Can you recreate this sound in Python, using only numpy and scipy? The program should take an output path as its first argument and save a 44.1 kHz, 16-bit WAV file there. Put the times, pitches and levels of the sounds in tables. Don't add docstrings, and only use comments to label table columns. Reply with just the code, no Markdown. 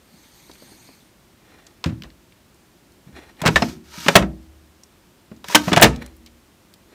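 import sys
import numpy as np
from scipy import signal
from scipy.fft import rfft, irfft, next_fast_len
from scipy.io import wavfile

SR = 44100
rng = np.random.default_rng(int(sys.argv[2]) if len(sys.argv) > 2 else 0)


def int16_out(signal):
    q = np.round(np.clip(np.atleast_2d(signal).T, -1, 1) * 32767)
    wavfile.write(sys.argv[1], SR, q.astype(np.int16))


def volts_from_decibels(level):
    exponent = np.asarray(level, float) / 20
    return 10 ** exponent


N = 306054

# (pitch [Hz], level [dB], t60 [s])
DRAWER_MODES = [(416, -5.5, 0.032), (490, -13.5, 0.026), (610, -6, 0.06), (713, -4, 0.02), (882, -3, 0.067),
                (954, -4.5, 0.099), (1050, -5.5, .04), (1246, -2, 0.058), (1322.5, 3, 0.038),
                (1553, -1.5, 0.026), (1770, -5, 0.049), (1850, -5.5, 0.04), (2102, -9.5, 0.042),
                (2270, -4, 0.071), (2470, -2, .03), (2899, -3, .03)]


def rms_one(x):
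    return x / np.sqrt(np.mean(x ** 2) + 1e-20)


def at_hz(points, hz):
    point_hz, values = np.transpose(points)
    return np.interp(np.log(hz + 1e-9), np.log(point_hz), values)


def coloured(x, spectrum):
    size = next_fast_len(N)
    gain = volts_from_decibels(at_hz(spectrum, np.fft.rfftfreq(size, 1 / SR)))
    return rms_one(irfft(rfft(x, size) * gain, size)[:N])


def band_pass(x, low_hz, high_hz):
    return signal.sosfilt(signal.butter(2, [low_hz, high_hz], "band", fs=SR, output="sos"), x)


def low_cut(x, hz):
    return signal.sosfilt(signal.butter(2, hz, "high", fs=SR, output="sos"), x)


def drift(rate_hz):
    r = np.exp(-80 * np.pi * rate_hz / SR)
    slow = signal.lfilter([1], [1, -2 * r, r * r], rng.standard_normal(N // 40 + 2002))[2000:]
    return np.interp(np.arange(N) / 40, np.arange(len(slow)), rms_one(slow))


def ring(force, hz, t60):
    r = volts_from_decibels(-60 / (max(t60, .002) * SR))
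    w = 2 * np.pi * hz / SR
    return signal.lfilter([0, np.sin(w)], [1, -2 * r * np.cos(w), r * r], force + 1e-18)


def swung_push(hz, cycles):
    length = round(cycles * SR / hz)
    return np.hanning(length) * np.sin(2 * np.pi * hz * np.arange(length) / SR)


def place(times, pieces):
    out = np.zeros(N + SR)
    for s, piece in zip(times, pieces):
        start = round(s * SR)
        out[start:start + len(piece)] += piece
    return out[:N]


def grains(per_s, spread_db):
    sizes = volts_from_decibels(spread_db * np.minimum(rng.exponential(1, N), 4)) * rng.choice([-1, 1], N)
    return rms_one(sizes * (rng.random(N) < per_s / SR))


def strokes(rows, edge_db):
    t = np.arange(N) / SR
    total = 0
    for *times, db in rows:
        corners = np.cumsum(np.abs(times))
        total = total + volts_from_decibels(db + np.interp(t, corners, [edge_db, 0, 0, edge_db], left=-200, right=-200))
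    return total


def patchy(x, patchy_db):
    edges = 500 * 2 ** np.arange(0, 5.1, .5)
    return sum(volts_from_decibels(patchy_db * drift(12.0)) * band_pass(x, low, high) for low, high in zip(edges, edges[1:]))


def floor():
    # (frequency [Hz], density [dB per Hz])
    rumble = [(12, -54), (20, -19), (43, 0.5), (101, -2.5), (150, -4), (182, -1.5), (284, -4), (356, -4),
              (445, -12), (526, -10), (756, -13.5), (946, -13.5), (1900, -17.5), (3060, -19),
              (15900, -27.5)]
    # (pitch [Hz], level [dB rms])
    hum_tones = [(183.0, -76), (360.7, -74.5), (414.5, -79)]
    t = np.arange(N) / SR
    hum = sum(np.sqrt(2) * volts_from_decibels(db + 2.0 * drift(3.4)) * np.sin(2 * np.pi * hz * t) for hz, db in hum_tones)
    level_db = -54.5 + 0.16 * drift(2.2)
    return hum + volts_from_decibels(level_db) * coloured(rng.standard_normal(N), rumble)


def rustle():
    # (start [s], swell [s], hold [s], fade [s], level [dB])
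    rubs = [
        (0.0, 0.19, 0.093, 0.47, -49.5),
        (0.35, .35, .15, 0.25, -46.5),
    ]
    # (start [s], swell [s], hold [s], fade [s], level [dB])
    grip = [
        (1.3, .22, .05, 0.49, -57),
        (3.064, 0.01, .006, 0.057, -57.5),
        (3.12, 0.045, 0.027, 0.05, -45),
        (3.205, 0.02, 0.012, 0.062, -50),
        (3.25, .04, 0.014, .04, -53),
        (3.35, 0.048, 0.0094, .01, -50.5),
        (5.3, 0.018, .003, 0.078, -62.5),
        (5.93, 0.018, 0.11, 0.11, -52),
        (6.006, 0.014, 0.0046, 0.014, -40),
        (6.87, 0.059, 0.014, .02, -54.5),
    ]
    # (frequency [Hz], density [dB per Hz])
    cloth_colour = [(530, -22), (900, -6.5), (1240, -14), (1800, -11.5), (2080, -9.5), (2880, -13),
                    (4180, -8), (7420, -14.5), (8170, -10), (10300, -19), (13000, -17), (15800, -37)]
    # (frequency [Hz], density [dB per Hz])
    skin_colour = [(150, -37), (250, -4), (319, -1), (640, -12), (816, -9.5), (1660, -17.5), (1860, -11),
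                   (3130, -17.5), (4260, -15.5), (4840, -22), (12000, -29.5), (15600, -65), (22000, -120)]
    # (pitch [Hz], width [Hz], level [dB])
    hollows = [(850, 25, -3.5), (1886, 100, 0.5), (2170, 37, -5), (2450, 120, -1), (2850, 210, -4),
               (3510, 72, -5), (4170, 75, -4), (5800, 100, -8)]

    first_peak_hz = 2090 * (1 + 0.05 * drift(1.2))
    fibres = coloured(grains(per_s=41000.0, spread_db=2.5), cloth_colour) * volts_from_decibels(0.84 * drift(32.0))
    cloth = 0
    for k in range(4):
        share = np.clip(0.29 * volts_from_decibels(1.9 * drift(3.0)), 0, .7) ** k
        cloth = cloth + share * np.interp(np.arange(N) - k * SR / first_peak_hz, np.arange(N), fibres)

    touch = grains(per_s=9000.0, spread_db=0.5)
    body = sum(ring(touch, hz, 2.5 / max(width, 120)) * volts_from_decibels(db) for hz, width, db in hollows)
    fingers = coloured(touch, skin_colour) + volts_from_decibels(-5) * rms_one(body)
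    fingers = fingers * volts_from_decibels(2.4 * drift(40.0))
    return strokes(rubs, edge_db=-13) * patchy(cloth, patchy_db=1.33) + strokes(grip, edge_db=-22.5) * fingers


def thumps():
    # (time [s], peak [dB], pitch [Hz])
    blows = [(0.138, -45.5, 207), (0.496, -35, 372), (0.622, -37, 356), (0.718, -41.5, 319),
             (0.887, -42.5, 262), (1.86, -10.5, 160), (1.905, -22, 200), (1.925, -22, 109),
             (2.025, -35, 201), (2.327, -50, 106), (3.067, -36, 146), (3.09, -38.5, 190), (3.42, -19, 166),
             (3.458, -8, 158), (3.455, -14.5, 310), (3.484, -10, 160), (3.561, -16, 344), (3.624, -9, 214),
             (3.977, -30, 178), (3.565, -20, 200), (4.24, -19, 201), (4.062, -17, 270), (4.082, -15.5, 165),
             (4.158, -0.5, 188), (4.2, -17.5, 217), (5.315, -27.5, 215), (5.486, -32, 190),
             (5.551, -12, 228), (5.674, -13.5, 184), (5.719, -10, 320), (5.722, -14.5, 160),
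             (5.767, -7, 156), (5.827, -2, 128), (5.832, -4, 205), (5.86, -12, 245)]
    # (pitch [Hz], level [dB], t60 [s])
    panels = [(61.7, -22, 0.67), (72.3, -17, 0.89), (93, -17.5, 0.24), (107, -13, 0.1), (131, -10, 0.086),
              (156.2, -14, 0.34), (188, -10, 0.21), (215, -15, 0.32), (251.2, -10.5, 0.36),
              (289.3, -14.5, 0.21), (320, -17, 0.55), (357, -15.5, .2)]
    note_cycles = 10.5
    s, peak_db, hz = np.transpose(blows)
    push = np.pad(np.hanning(44) / 22, (0, SR // 2))
    notes = [volts_from_decibels(db) * ring(push, h, note_cycles / h) for db, h in zip(peak_db, hz)]
    out = volts_from_decibels(2.5) * place(s, notes)

    panel_db = peak_db - 5 - 2.5 * (s < 3)
    shape = (len(s), len(panels))
    luck = volts_from_decibels(2.0 * rng.standard_normal(shape)) * rng.choice([-1, 1], shape)
    for k, (mode_hz, mode_db, t60) in enumerate(panels):
        shudder = swung_push(mode_hz, cycles=1.4)
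        shudder = shudder / np.sum(np.abs(shudder))
        strength = volts_from_decibels(panel_db + mode_db) * luck[:, k]
        out += ring(place(s, shudder * strength[:, None]), mode_hz, t60)
    return low_cut(out, 85)


def knocks():
    # (time [s], peak [dB], brightness [dB], dying time [ms], rise [ms])
    bumps = [
        (0.495, -32, -43, 1.9, 0.65),
        (0.622, -31.5, -36, 1.8, 1.1),
        (0.719, -45, -37, 4, 1.1),
        (0.887, -39, -37, 4, 1.1),
        (1.8403, -15, -14.5, 5.3, 1.4),
        (1.858, -24.5, -14, 15, 1.1),
        (2.037, -32.5, -22, 13, 1.1),
    ]
    # (time [s], peak [dB], brightness [dB], dying time [ms], rise [ms])
    catches = [(3.415, -20, -17, 7.7, 1.1), (3.4169, -23, 0.5, 4.5, .4), (3.452, -6, -26, 9.7, 1.5),
               (3.4600, -2.5, -9, 3.5, .4), (3.465, -0.5, -19, 8, 1.3), (3.476, -2, -11.5, 4.5, .4),
               (3.485, -7, -21, 4.8, 0.95), (3.5577, -1, -16.5, 8.9, 1.5), (3.6209, -4, -23, 6, 2.33),
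               (4.0614, -11, -23.5, 5, 1.1), (4.0825, 4.5, -16, 5.5, .8), (4.154, 12, -16, 7.3, .8),
               (4.161, 1.5, -2.5, 5, .8), (4.222, -12.5, -30, 6.6, 2.1), (5.314, -34.5, -38, 6, 1.1),
               (5.4421, -21, -14.5, 3.7, .5), (5.484, -24, 2.5, 3, .5), (5.494, -19, -24, 8, 6.0),
               (5.547, 5, -12, 6.7, .8), (5.5522, 5, -2, 5, .8), (5.679, -11.5, -27, 8.6, 1.1),
               (5.715, -7, -22.5, 6, 5.0), (5.7283, 4, -17.5, 5.6, 5.0), (5.762, -3, -11.5, 4, .6),
               (5.7704, 2.5, -19, 4, .8), (5.776, -0.5, -16, 4.5, .8), (5.785, -10, -16, 3, 1.1),
               (5.796, -4, -27.5, 8.4, 2.9), (5.811, -10, -30, 5, 2.2), (5.819, 6, -31.5, 4, .8),
               (5.8237, 11, -3.5, 4.9, .6), (5.829, 8, -4.5, 5.9, 1.1), (5.8415, 9, -14.5, 5, 1.1),
               (5.852, -0.5, -28.5, 8, 1.5), (6.017, -30, -20, 4.6, 3.6)]
    # (time [s], peak [dB], brightness [dB], dying time [ms], rise [ms])
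    shoves = [
        (1.885, -32, -25, 28, 6.7),
        (3.435, -17, -43, 16.2, 4.0),
        (5.518, -20.5, -8.5, 19, 7.0),
        (5.93, -33, -18, 21, 1.1),
    ]
    # (frequency [Hz], density [dB per Hz])
    plastic = [(210, -31), (350, -5), (936, -5), (1790, -4.5), (2750, -6.5), (4430, -14), (4870, -15),
               (6500, -16), (7710, -25.5), (13900, -30), (15500, -37)]
    # (frequency [Hz], factor on the dying time [1])
    dying = [(400, 1.6), (1000, 1.6), (2000, 1.3), (5000, 1.2), (12000, 0.9)]
    # (pitch [Hz], level [dB], t60 [s])
    face_modes = [(3470, -9.5, 0.016), (4000, -9.5, .02), (4370, -9.5, .022), (5340, -12, .018),
                  (6600, -17, .015), (6260, -17.5, 0.016)]

    s, peak_db, bright_db, ms, rise_ms = np.transpose(bumps + catches + shoves)
    t = np.arange(6000) / SR
    white = rng.standard_normal((len(s), 2, len(t)))

    def fade(dying_ms):
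        decay = np.exp(-1000 * t / np.clip(dying_ms, .3, 28)[:, None])
        return decay * np.clip(1000 * t / np.clip(rise_ms, .2, 8)[:, None], 0, 1)

    burst = 0
    edges = 350 * 2 ** np.arange(0, 5.6, .5)
    for k, (low, high) in enumerate(zip(edges, edges[1:])):
        mid = np.sqrt(low * high)
        tilt_db = (bright_db + 16.0) * np.clip(np.log2(mid / 1400) / 3.2, -.5, 1.2)
        if mid > 7200:
            tilt_db = tilt_db + 0.4 * np.minimum(bright_db + 8.0, 0) + 3.0
        level = volts_from_decibels(peak_db + 5.5 + tilt_db + at_hz(plastic, mid))
        shaken = white[:, k % 2] * fade(ms * at_hz(dying, mid)) * level[:, None]
        burst = burst + band_pass(shaken, low, high)

    force = white[:, 0] * fade(0.12 * ms + 0.36 * rise_ms)
    force = force / np.sqrt(np.sum(force ** 2, axis=1, keepdims=True)) * volts_from_decibels(peak_db)[:, None]
    all_modes = DRAWER_MODES + face_modes
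    luck = volts_from_decibels(4.0 * np.clip(rng.standard_normal((len(s), len(all_modes))), -2, 1))
    luck[:len(bumps)] = 0
    sharp_db = np.outer(bright_db + 12.0, np.log2(np.array(all_modes)[:, 0] / 1200) / 3.0)
    share = luck * volts_from_decibels(sharp_db)
    modes = 0
    for k, (hz, db, t60) in enumerate(all_modes):
        modes = modes + ring(place(s, force * share[:, [k]]), hz, t60) * volts_from_decibels(db - 20) * (-1) ** k
    return place(s, burst) + modes


def ticks():
    # (time [s], peak [dB], pitch [Hz], dying time [ms])
    snaps = [(0.514, -35, 3980, 4), (0.535, -45, 7500, 4), (0.5544, -38, 2100, 4), (1.667, -33.5, 4830, 4),
             (1.8413, -11, 3400, 1.5), (1.859, -24, 2700, 1.5), (2.0216, -20.5, 2670, 1.8),
             (2.0357, -23.5, 2960, 1.6), (2.103, -34, 2800, 1.5), (2.323, -40, 2500, 3),
             (3.075, -40, 1200, 4), (3.154, -38, 1770, 3), (3.2234, -38, 1800, 3), (3.3681, -43, 2500, 5),
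             (3.3955, -40, 2150, 4), (3.867, -56, 9100, 2.5), (3.943, -52, 11900, 2.5),
             (4.1612, -4, 11600, 1.8), (4.4276, -50.5, 6510, 3), (4.835, -38, 6600, 3.5),
             (5.364, -49.5, 4990, 4), (5.8133, -9, 12500, 3.8), (5.9606, -29, 4000, 3.5),
             (5.9612, -41, 11000, 2.5), (6.024, -42, 11000, 3), (6.062, -34.5, 7480, 3),
             (6.0625, -34, 2500, 3), (6.165, -49, 13000, 6.2), (6.2615, -33, 4120, 3.2),
             (6.262, -45, 10050, 3), (6.27, -35, 3000, 4.9), (6.6975, -50, 1430, 4.2),
             (6.7386, -38, 4060, 4), (6.908, -51, 1230, 4), (6.9209, -47.5, 1050, 4), (2.545, -50, 7000, 3),
             (2.92, -49, 6000, 3.2), (6.739, -45, 10000, 3.4)]
    span = 1.6
    s, peak_db, pitch_hz, dying_ms = np.transpose(snaps)
    t = np.arange(1500) / SR
    white = rng.standard_normal((len(s), len(t))) * volts_from_decibels(peak_db)[:, None]
    pieces = []
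    for noise, hz, ms in zip(white, pitch_hz, dying_ms):
        snap = band_pass(noise * np.exp(-1000 * t / max(ms, .3)), hz / span, min(hz * span, 16e3))
        edge = np.diff(noise, prepend=0) * np.exp(-t / 0.001)
        pieces.append(volts_from_decibels(0.5) * snap + volts_from_decibels(-21) * edge)
    return place(s, pieces)


def clacks():
    # (time [s], peak [dB], pitch [Hz], t60 [s])
    clear_notes = [(1.84, -24.5, 1003, 0.078), (3.4155, -26, 995, 0.066), (3.435, -21, 640, 0.12),
                   (3.559, -5, 1776, 0.077), (3.567, -5, 1776, 0.044), (3.56, -16.5, 1800, 0.059),
                   (4.156, -8, 5800, .04), (4.156, -8, 3273, .05), (4.156, -4, 1179, 0.072),
                   (5.552, -10, 6000, 0.063), (1.862, -29, 520, 0.11), (1.862, -23, 333, 0.11),
                   (3.558, -11, 3800, 0.042), (3.559, -19, 691.7, 0.047), (3.621, -9.5, 692, .05),
                   (4.083, -10.5, 2383, 0.052), (4.085, -13.5, 415, .07), (4.158, -2.5, 600, .09),
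                   (4.157, -5, 1868, .06), (4.2, -21, 530, 0.1), (3.622, -14, 5200, 0.036),
                   (3.622, -18.5, 4200, .03), (3.56, -16, 620, .06), (5.68, -17, 620, 0.056),
                   (5.835, -6, 430, .07), (5.552, -14, 640, 0.046), (5.824, -8.5, 6100, .03),
                   (5.683, -34, 6800, .06), (4.154, -5.5, 684, .07), (4.154, -5, 1320, 0.069),
                   (4.154, -7, 740, 0.046), (5.547, -5.5, 923, 0.063), (5.5, -23.5, 970, .06),
                   (5.553, -7, 1556, 0.084), (5.549, -6, 3100, 0.049), (5.551, -11.5, 300, 0.25),
                   (5.771, -3.5, 689.7, 0.057), (5.819, -1.5, 677.5, .04), (5.83, -3.5, 320, 0.075),
                   (5.93, -41, 1290, 0.14), (4.835, -38, 5600, 0.036), (6.021, -36, 1900, .04),
                   (6.022, -38, 2300, .03), (6.02, -42, 550, 0.097)]
    click = np.pad(np.hanning(9) / 4, (0, 9000))
    return place([c[0] for c in clear_notes], [volts_from_decibels(db) * ring(click, hz, t60) for s, db, hz, t60 in clear_notes])


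def booms():
    # (time [s], peak [dB], pitch [Hz], t60 [s])
    panel_booms = [(1.854, -18.5, 88.5, 0.17), (2.03, -39.5, 55, 0.38), (3.119, -41, 71, 0.5),
                   (3.534, -21, 67.8, 0.4), (3.678, -36.5, 70.5, 0.81), (4.19, -19.5, 60.9, 0.54),
                   (4.22, -35, 74.4, 1.27), (5.572, -46, 69, 0.27), (5.851, -14.5, 61.4, 0.32),
                   (5.95, -38, 55.7, .9), (6.05, -39, 72.8, 0.95), (6.202, -49, 234.8, 0.77),
                   (4.299, -46, 319.7, 1.4), (6.1, -50, 320, 0.97), (4.27, -46, 580, 0.37),
                   (6.0, -43.5, 570, 0.29), (3.72, -42, 372, 0.58)]
    pieces = []
    for s, db, hz, t60 in panel_booms:
        swell = swung_push(hz, cycles=2) * 2 * hz / SR
        pieces.append(volts_from_decibels(db) * ring(np.pad(swell, (0, SR - 4000)), hz, t60))
    return place([b[0] for b in panel_booms], pieces)


def slide():
    # (time [s], level [dB])
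    runs = [
        [(3.42, -67), (3.47, -43.5), (3.59, -41), (3.69, -41), (3.74, -51.5), (3.82, -74.5)],
        [(3.84, -62), (3.95, -42), (4.072, -34), (4.1, -37), (4.15, -33.5), (4.2, -60.5)],
        [(5.445, -54), (5.507, -33.5), (5.627, -41), (5.691, -33.5), (5.747, -46.5), (5.87, -50)],
    ]
    # (frequency [Hz], density [dB per Hz])
    scrape_colour = [(880, -34), (1500, -6.5), (1940, -7), (2140, -12), (3400, -6.5), (6020, -6),
                     (7330, -12.5), (10500, -18), (13800, -17), (15800, -26.5)]
    slips = grains(per_s=1500.0, spread_db=4.5)
    rattle = 0
    for k, (hz, db, t60) in enumerate(DRAWER_MODES):
        rattle = rattle + ring(slips, hz, 0.74 * t60) * volts_from_decibels(db) * (-1) ** k
    scrape = coloured(grains(per_s=4200.0, spread_db=-0.5), scrape_colour) * volts_from_decibels(drift(40.0))
    t = np.arange(N) / SR
    speed = sum(volts_from_decibels(np.interp(t, s, db, left=-200, right=-200)) for s, db in map(np.transpose, runs))
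    return speed * (scrape + volts_from_decibels(-4) * rms_one(rattle))


def room(x):
    # (frequency [Hz], t60 [s])
    room_t60 = [(60, 0.29), (250, 0.41), (1000, 0.22), (3000, 0.16), (8000, 0.17), (15000, 0.11)]
    t = np.arange(SR // 2) / SR
    edges = 45 * 2 ** np.arange(0, 8.6, .5)
    tail = 0
    for low, high in zip(edges, edges[1:]):
        band = band_pass(rng.standard_normal(len(t)), low, high)
        tail = tail + band * volts_from_decibels(-60 * t / at_hz(room_t60, np.sqrt(low * high)))
    tail = tail * np.clip((t - .003) / 0.015, 0, 1)
    return signal.fftconvolve(x, tail / np.sqrt(np.sum(tail ** 2)))[:N]


def scene():
    cabinet = thumps()
    drawer = knocks() + ticks() + clacks() + slide()
    wet = room(volts_from_decibels(-21) * drawer + volts_from_decibels(-14) * cabinet)
    return (floor() + rustle() + cabinet + drawer + booms() + wet)[None]


def low_pass(x):
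    return signal.sosfilt(signal.butter(12, 20000, fs=SR, output="sos"), x)


def record(dry):
    port_hz, port_width_hz, port_share = 10430, 640, 0.35
    heard = low_cut(dry, 43.6)
    heard = heard - port_share * signal.lfilter(*signal.iirpeak(port_hz, port_hz / port_width_hz, fs=SR), heard)
    heard = signal.sosfilt(signal.cheby2(14, 60, 16250, fs=SR, output="sos"), heard)
    return low_pass(np.clip(heard, -1, 1))


dry = scene()
out = record(dry)
int16_out(out)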